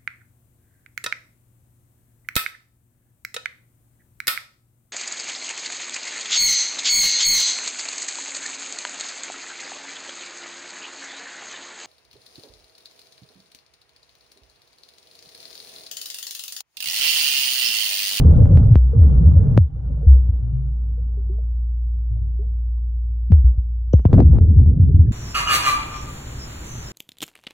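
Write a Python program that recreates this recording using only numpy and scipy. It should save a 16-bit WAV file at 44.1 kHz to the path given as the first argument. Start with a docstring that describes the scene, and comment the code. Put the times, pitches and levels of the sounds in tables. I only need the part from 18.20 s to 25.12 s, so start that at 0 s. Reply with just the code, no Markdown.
"""Deep throbs and a heavy churn open the scene, heard just under the surface of a pool.
Air pockets swell and sag in pitch; cavities dive from a tick to a thud as they slap shut.
Small bubbles blip and knock as decaying sines, swarms of them make the churn, gurgle and fizz, and
a pump hums as a nearly pure tone over the rumble of its flow, dipping briefly after a loud slap.
Near the end an animal plunges in: a volley of slaps, then a churning cloud of bubbles."""
import sys
import numpy as np
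from scipy import signal
from scipy.fft import rfft, irfft
from scipy.io import wavfile
from scipy.ndimage import uniform_filter1d, minimum_filter1d

SR = 44100
rng = np.random.default_rng(int(sys.argv[2]) if len(sys.argv) > 2 else 0)


def store_wav(level_fs):
    """Save 16-bit WAV to argv[1]."""
    pcm = np.round(np.clip(np.atleast_2d(level_fs), -1, 1) * 32767)
    wavfile.write(sys.argv[1], SR, pcm.T.astype(np.int16))


N = 305169
TIME = np.arange(N) / SR  # s

# level of the pump's hum as heard, with a brief dip after the slap near 1.38 s: [t/s, level/dB]
PUMP_LEVEL = [(0, -32), (1.38, -24.5), (1.5, -39), (1.62, -23.5), (3.1, -21), (5.1, -21.5), (6.92, -22.5)]
# level of the water's churning as heard, with dips after loud slaps, 0 = brisk churning: [t/s, level/dB]
WATER_LEVEL = [(0.0, 9), (0.38, 6), (0.53, -0.5), (0.58, -12.5), (0.69, -11.5), (0.76, -1), (1.36, 1),
               (1.42, -21.5), (1.52, -16.5), (1.68, -10), (2.33, -18), (2.65, -23), (3.15, -23),
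               (3.55, -32), (4.15, -27), (4.85, -34), (5.09, -31), (5.13, -3.5), (5.19, -23), (5.33, -22.5),
               (5.55, -33.5), (5.82, -29.5), (5.91, 3), (6.01, 4), (6.06, -20), (6.15, 4), (6.26, -21.5),
               (6.92, -20.5)]
# single small bubbles: [t/s, level/dB, f/Hz, rise/(octaves per s)]
SMALL_BUBBLES = [(0.042, -12.5, 165.8, 0.5), (0.731, -22.5, 458.6, 0.5), (1.008, -15.5, 151, 2),
                 (1.252, -26, 435, 0), (1.828, -31.5, 441, 4), (1.944, -37.5, 531, -4.5),
                 (2.215, -21.5, 112.6, 1), (2.322, -16, 126.3, 0.76), (2.554, -41.5, 204.7, 2),
                 (2.776, -41.5, 471, 2.5), (2.972, -36.5, 411, -3.5), (3.094, -31.5, 357, 3.5),
                 (3.130, -54, 1150, 1), (3.180, -42.5, 463, -1.5), (3.182, -43, 655, -8),
                 (3.899, -22.5, 103.5, 2.5), (3.964, -49, 607, 0.5), (3.989, -23.5, 98.3, -1),
                 (4.190, -33.5, 379, 5.5), (4.225, -50.5, 714, -2.5), (4.576, -56, 1000, 3),
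                 (4.903, -50.5, 232, 2), (5.331, -54, 527, 4.5), (5.7327, -33, 5880, -6),
                 (5.7328, -43, 3010, 2.5), (5.8495, -42.5, 2270, 1.5), (6.738, -51.5, 1442, 0),
                 (6.867, -45, 1700, 5)]
# bubbles pinched off close by, struck hard and dead at once: [t/s, level/dB, f/Hz]
CLOSE_BUBBLES = [(0.5530, -18.5, 350), (1.363, 3, 123), (1.3760, -9, 560), (5.1010, -3.5, 180),
                 (5.7343, -2, 506), (5.7375, -17, 690), (5.798, -31, 420), (5.8520, -9, 970),
                 (5.8555, -15, 700), (5.9300, -9.5, 474), (5.9410, -18.5, 650), (5.9825, 0.5, 618),
                 (5.9913, -11.5, 450), (6.0026, -4.5, 722), (6.0170, -20.5, 450)]
# large air pockets set throbbing: [t/s, level/dB, first f/Hz, fade/s]
AIR_POCKETS = [(0.05, -1, 89.3, .07), (0.172, -3.5, 66.2, 0.033), (0.215, -1, 99, 0.051),
               (0.315, -2.5, 115.2, 0.1), (0.44, -10, 133.5, 0.041), (0.505, 1, 135, 0.032),
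               (0.558, -7, 68.8, 0.18), (0.785, -1.5, 100.8, 0.12), (0.969, -7, 66.8, 0.038),
               (1.054, 0.5, 94, 0.051), (1.148, -1, 94, 0.051), (1.387, -3.5, 104, 0.054),
               (1.864, 1.5, 77.9, .13), (2.085, -9, 94.5, 0.034), (5.113, -1, 97.7, 0.085),
               (5.239, -3, 66.7, .075), (5.376, -5.5, 66, 0.019), (5.734, -2.5, 87, 0.056),
               (5.923, -4, 110, 0.034), (5.96, 0, 77.6, 0.065), (6.04, 0, 90.2, 0.049), (6.115, 1, 72, .04),
               (6.205, -2.5, 102.1, 0.048), (6.279, -4.5, 96, 0.082), (6.365, 4, 102.6, 0.049),
               (6.41, -7.5, 133.8, .03), (6.454, -2.5, 90.8, 0.058), (6.59, -4.5, 115.8, 0.094),
               (6.74, 2.5, 91.7, 0.024), (6.788, 2, 95.2, .04), (6.862, -9, 126, 0.042)]
# cavities slapping shut: [t/s, level/dB, first f/Hz, last f/Hz, jet level/dB]
CAVITIES = [(0.2567, -16.5, 2200, 128, -62.5), (0.3736, -9.5, 2400, 120.6, -38),
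            (0.5439, -23.5, 2000, 120, -46.5), (0.556, 0.5, 2900, 74.8, -39), (0.8338, -19, 2000, 110, -65),
            (1.3765, 3.5, 1400, 91, -21.5), (5.1208, -7, 3200, 90, -43), (5.7367, 6, 644, 74, -34),
            (5.794, -22, 1200, 139, -48), (5.8525, 4, 850, 75.3, -36), (5.9300, 2.5, 1046, 106.5, -30.5),
            (5.9410, -6, 1200, 141.5, -35.5), (5.9495, -12, 1090, 170, -47), (5.974, -10.5, 1193, 176, -48),
            (5.9815, -0.5, 1210, 140.7, -41), (5.9920, -3.5, 1200, 151, -38),
            (6.0029, -6, 1400, 139.6, -31.5), (6.0177, -8.5, 800, 150, -52), (6.0260, -19, 1010, 160, -45),
            (6.133, -18.5, 1197, 149, -58.5), (6.1562, -19.5, 1200, 150, -50),
            (6.1710, -17, 1210, 150, -52), (6.1854, -11, 1100, 140, -43), (6.398, -19, 800, 150, -64),
            (6.414, -24.5, 750, 150, -69), (6.46, -23, 850, 148, -62.5), (6.8045, -26.5, 1212, 155, -58.5)]

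# relative spectrum of the deep churn: [f/Hz, level/dB]
CHURN_COLOUR = [(20, -13.5), (35, -2.5), (60, -0.5), (100, 2), (140, -1), (190, -14.5), (260, -19.5),
                (400, -36.5), (800, -79.5)]
# relative spectrum of the gurgle: [f/Hz, level/dB]
GURGLE_COLOUR = [(120, -25.5), (230, -9), (330, -5.5), (400, -3), (465, 0.5), (520, 0), (600, -2),
                 (690, -12), (1000, -23), (2000, -62)]
# relative spectrum of the fizz: [f/Hz, level/dB]
FIZZ_COLOUR = [(400, -15.5), (800, 4), (950, -2.5), (1500, -6.5), (1800, -18), (2100, -12.5), (2500, -26.5),
               (3000, -17), (4200, -30.5), (5800, -23), (7500, -38.5), (15000, -43)]
# relative spectrum of the plunge's boiling bubbles: [f/Hz, level/dB]
BOIL_COLOUR = [(100, -13), (190, 5.5), (260, .5), (360, -8), (500, -18), (700, -29.5), (1500, -50.5),
               (3000, -80.5)]
# relative spectra of the other layers: [f/Hz, level/dB]
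HISS_COLOUR = [(500, -0.5), (2000, -0.5), (5000, -5), (8000, -16), (12000, -14.5), (15000, -20.5)]
FLOW_COLOUR = [(22, -21.0), (42, -5.0), (65, 1.5), (100, 2.5), (125, -9.5), (160, -22.5),
               (300, -36.5), (800, -69.0)]
PING_COLOUR = [(1500, -13.0), (3100, 2.0), (4300, -10), (5800, -4.5), (7500, -20), (15000, -40.5)]
SPRAY_COLOUR = [(200, -19), (700, -0.5), (1300, -3), (2500, -11.0), (5000, -21.5), (8000, -30.5),
                (15000, -41)]

# likeness of left and right, clipped to 0-1 when used: [f/Hz, likeness]
LIKENESS = [(60, 1.83), (130, 0.54), (290, 2.4), (640, -0.65), (1400, -0.27), (3000, 0.7), (15000, 0.6)]
# left over right: [f/Hz, level/dB]
LEFT_OVER_RIGHT = [(60, -3), (200, 2.5), (400, 5), (700, -2), (1290, -6), (2400, 2), (8000, 2)]

PUMP_HZ, MOTOR_HZ = 58.25, 120
BLIP_CYCLES, KNOCK_CYCLES = 9.5, 1.9  # decay in cycles, so higher bubbles die sooner
GULP_SWELL_S, GULP_SAG_S, GULP_REST_HZ = 0.0078, .055, 60.2  # quick swell, then a sag toward one deep pitch
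GULP_FADE_SHAPE = 1.5  # 1 = a plain ring-down, more = holds before it fades
SLAP_DIVE_CYCLES, SLAP_RING_CYCLES = 1.9, 1.32  # length of the dive, decay of the thud
ARRIVAL_S = 5.7  # the animal breaks the surface
SPRAY_CALM, SPRAY_BROKEN = 0.1, 0.8  # share of spray in a slap, before and after the arrival
PLUNGE_S, CLOUD_SWELL_S = 5.87, 0.072
SURGE_S, SURGE_WIDTH_S, SURGE_DB = 5.98, 0.041, 18.5  # the boil surges as the body enters
EDGE_HZ = 15700  # top of the band


def amp(db):
    """Decibels to gain."""
    return 10 ** (np.asarray(db) / 20)


def unit(x):
    """Scales to rms 1."""
    return x / np.sqrt(np.mean(x ** 2) + 1e-20)


def read(points, hz):
    """Reads a spectrum on a log-frequency axis."""
    f, value = np.transpose(points)
    return np.interp(np.log(hz + 1), np.log(f), value)


def curve(rows, column):
    """One column of a timed table, at every sample."""
    rows = np.asarray(rows)
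    return np.interp(TIME, rows[:, 0], rows[:, column])


def add(mix, s, sound):
    """Mixes a sound in at time s."""
    start = round(s * SR)
    sound = sound[..., max(-start, 0):]
    part = mix[..., max(start, 0):][..., :sound.shape[-1]]
    part += sound[..., :part.shape[-1]]


def from_left(x, lag_s, lean_db):
    """A near sound is stronger on the left; any lag delays the right."""
    right = np.interp(TIME - lag_s, TIME, x)
    return np.array([x * amp(lean_db / 2), right / amp(lean_db / 2)])


def ports(pair, colour):
    """Colours two unrelated signals and blends them into a partly alike left and right of overall rms 1."""
    hz = np.fft.rfftfreq(N, 1 / SR)
    a, b = rfft(pair) * amp(read(colour, hz))
    same = np.clip(read(LIKENESS, hz), 0, 1)
    mid, side = a * np.sqrt(1 + same), b * np.sqrt(1 - same)
    lean = amp(read(LEFT_OVER_RIGHT, hz) / 2)
    return unit(irfft(np.array([(mid + side) * lean, (mid - side) / lean]), N))


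def bubble(hz, decay, rise):
    """A bubble rings after a soft start and dies away; its pitch glides by rise octaves a second."""
    t = np.arange(int(6 * decay * SR) + 8) / SR
    turns = np.cumsum(hz * 2 ** (rise * t)) / SR
    onset = 1 - np.exp(-turns ** 2)
    tail = 1 - (t / t[-1]) ** 4  # closes the ring at zero
    return np.sin(2 * np.pi * turns) * np.exp(-t / decay) * onset * tail


def swarm(colour, low_hz, high_hz, per_s, cycles, spread_db, wash, count=28):
    """Bubbles of count pitches and random strength ring over the smooth wash of those farther off."""
    pair = np.zeros((2, N))
    for hz in np.geomspace(low_hz, high_hz, count) * rng.uniform(0.97, 1.04, count):
        times, sizes, side = rng.random((1500, 3)).T
        gaps = -np.log(1 - times) * count / per_s  # births come at random
        at = (np.cumsum(gaps) * SR).astype(int)
        size = amp(spread_db * np.minimum(-np.log(1 - sizes), 3))
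        inside = at < N
        channel = (side > .5).astype(int)
        births = np.zeros((2, N))
        births[channel[inside], at[inside]] = size[inside]
        decay = cycles / hz
        ring = hz * bubble(hz, decay, .05 / decay)
        pair += signal.oaconvolve(births, ring[None], axes=1)[:, :N]
    return ports(unit(pair) + wash * rng.standard_normal((2, N)), colour)


def hiss(level_db=-84.0):
    """Steady coloured noise, the faintest bed of the mix."""
    return amp(level_db) * ports(rng.standard_normal((2, N)), HISS_COLOUR)


def pump(second_db=-29, flow_db=-19):
    """A nearly pure hum from the turning pump, a weak line from its motor, and the rumble of its flow."""
    hum = np.sin(2 * np.pi * PUMP_HZ * TIME)
    motor = np.sin(2 * np.pi * MOTOR_HZ * TIME)
    flow = ports(rng.standard_normal((2, N)), FLOW_COLOUR)
    tones = np.sqrt(2) * (hum + amp(second_db) * motor)
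    balance = amp([[.1], [-.1]])  # a touch stronger on the left
    return amp(curve(PUMP_LEVEL, column=1)) * (tones + amp(flow_db) * flow) * balance


def churning_water(churn_db=-14.5, churn_follow=1.086, churn_top_db=-10.0, gurgle_db=-40.0,
                   gurgle_follow=1.043, fizz_db=-52, fizz_follow=0.73):
    """Three sizes of bubble swarm follow the water level; the deep churn grows fastest, then levels off."""
    level = curve(WATER_LEVEL, column=1)  # each follow is in dB per dB of this
    churn = swarm(CHURN_COLOUR, 35, 300, per_s=440, cycles=2.6, spread_db=-1, wash=5.3)
    churn *= amp(np.minimum(churn_db + churn_follow * level, churn_top_db))
    gurgle = swarm(GURGLE_COLOUR, 220, 800, per_s=450, cycles=8, spread_db=4.0, wash=3.2)
    gurgle *= amp(gurgle_db + gurgle_follow * level)
    fizz = swarm(FIZZ_COLOUR, 650, 1750, per_s=2000, cycles=8.9, spread_db=4.5, wash=2.6)
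    fizz *= amp(fizz_db + fizz_follow * level)
    return churn + gurgle + fizz


def pings(level_db=-77, follow=0.54):
    """Tiny bubbles prickle faintly on their way up, louder when the churning is heard louder."""
    prickle = swarm(PING_COLOUR, 2600, 4400, per_s=74, cycles=5.8, spread_db=4, wash=0, count=12)
    return amp(level_db + follow * curve(WATER_LEVEL, column=1)) * prickle


def blips(echo_db=-11, echo_decay=0.092):
    """Single nearby bubbles, blurred by short echoes off the rippled surface."""
    out = np.zeros(N)
    for s, db, hz, rise in SMALL_BUBBLES:
        add(out, s, amp(db) * bubble(hz, BLIP_CYCLES / hz, rise))
    t = TIME[:SR // 6]
    echo = rng.standard_normal((2, len(t))) * np.exp(-t / echo_decay)
    wet = signal.oaconvolve(out[None], echo / np.linalg.norm(echo[0]), axes=1)[:, :N]
    return from_left(out, lag_s=0.00033, lean_db=2.5) + amp(echo_db) * wet


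def knocks(lag_s=0.0004, lean_db=3):
    """Bubbles dead within a few cycles give short hollow rings, so close that left and right differ."""
    out = np.zeros(N)
    for s, db, hz in CLOSE_BUBBLES:
        add(out, s, amp(db) * bubble(hz, KNOCK_CYCLES / hz, rise=0))
    return from_left(out, lag_s, lean_db)


def gulps():
    """Each large pocket swells into a throb, and its pitch moves toward one deep rest as it fades."""
    out = np.zeros(N)
    for s, db, first_hz, fade in AIR_POCKETS:
        t = np.arange(int(5 * fade * SR)) / SR
        swell = 1 - np.exp(-(t / GULP_SWELL_S) ** 2)
        height = swell * np.exp(-(t / fade) ** GULP_FADE_SHAPE)
        hz = GULP_REST_HZ + (first_hz - GULP_REST_HZ) * np.exp(-t / GULP_SAG_S)
        add(out, s, amp(db) * height * np.sin(2 * np.pi * np.cumsum(hz) / SR))
    return from_left(out, lag_s=.00015, lean_db=0.67)


def slaps(tilt=0.78, soft_hz=400):
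    """A closing cavity dives from a tick to a thud within two or three cycles."""
    out = np.zeros(N)
    for s, db, first_hz, last_hz, _ in CAVITIES:
        decay = SLAP_RING_CYCLES / last_hz
        t = np.arange(int(12 * decay * SR)) / SR
        hz = last_hz + first_hz / (1 + t * first_hz / SLAP_DIVE_CYCLES) ** 2
        turns = np.cumsum(hz) / SR
        soft = (soft_hz / first_hz) ** 1.1  # small, high cavities snap; large ones close softly
        growth = (last_hz / hz) ** tilt  # louder as it deepens
        height = growth * np.exp(-t / decay) * (1 - np.exp(-turns / soft))
        add(out, s, amp(db) * height * np.sin(2 * np.pi * turns))
    return from_left(out, lag_s=.00002, lean_db=1.2)


def spray(snap_db=17, burst_db=-2, burst_s=0.0014, drops_db=-19, drops_decay=0.012):
    """Each slap shoots a jet: mostly a clean snap under a calm surface, mostly puff and sizzle once broken."""
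    t, snaps, puffs = TIME[:SR // 8], np.zeros(N), np.zeros(N)
    burst = amp(burst_db) * np.e * t / burst_s * np.exp(-t / burst_s)
    drops = amp(drops_db) * np.exp(-t / drops_decay)
    for s, *_, db in CAVITIES:
        share = SPRAY_CALM if s < ARRIVAL_S else SPRAY_BROKEN
        add(snaps, s, -(1 - share) * amp([db + snap_db]))  # a snap begins as a drop in pressure
        add(puffs, s, share * amp(db) * (burst + drops))
    snap_colour = unit(amp(read(SPRAY_COLOUR, np.fft.rfftfreq(N, 1 / SR))))
    snaps = irfft(rfft(snaps) * snap_colour, N)
    noise = ports(rng.standard_normal((2, N)), SPRAY_COLOUR)
    return from_left(snaps, lag_s=0, lean_db=1.2) + puffs * noise


def cloud(boil_db=-26.5, boil_fade_db_per_s=5.5, rumble_db=-14, rumble_fade_db_per_s=4):
    """Air dragged under by the plunge breaks into middling bubbles over a longer rumble of large ones."""
    age = np.maximum(TIME - PLUNGE_S, 0)
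    surge_db = SURGE_DB * np.exp(-((TIME - SURGE_S) / SURGE_WIDTH_S) ** 2)
    boil = swarm(BOIL_COLOUR, 160, 650, per_s=380, cycles=3.9, spread_db=3.8, wash=3)
    boil *= amp(boil_db + surge_db - boil_fade_db_per_s * age)
    rumble = swarm(CHURN_COLOUR, 35.9, 300, per_s=300, cycles=2.3, spread_db=0, wash=2)
    rumble *= amp(rumble_db - rumble_fade_db_per_s * age)
    swell = 1 - np.exp(-(age / CLOUD_SWELL_S) ** 2)
    return swell * (boil + rumble)


def scene():
    """Layers the water sounds over the hiss and the pump."""
    background = hiss() + pump() + churning_water() + pings()
    bubbles = blips() + knocks() + gulps()
    return background + bubbles + slaps() + spray() + cloud()


def record(dry, whistle_db=-58):
    """A limiter holds the crests; a faint whistle rides on the loud rumble; then a soft end and the band limit."""
    need = np.minimum(1, .93 / (abs(dry).max(0) + 1e-9))
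    gain = minimum_filter1d(need, size=500)
    gain = uniform_filter1d(uniform_filter1d(gain, size=250), size=250)
    held = dry * gain
    whistle = np.sin(2 * np.pi * 9600 * TIME)
    fade = np.sin(np.pi / 2 * np.minimum(1, TIME[::-1] / .006)) ** 2  # last 6 ms
    held = held * (1 + amp(whistle_db) * whistle * abs(held)) * fade
    band = signal.firwin(201, EDGE_HZ, window=("kaiser", 9), fs=SR)
    return signal.filtfilt(band, 1, held)


dry = scene()
out = record(dry)
store_wav(out)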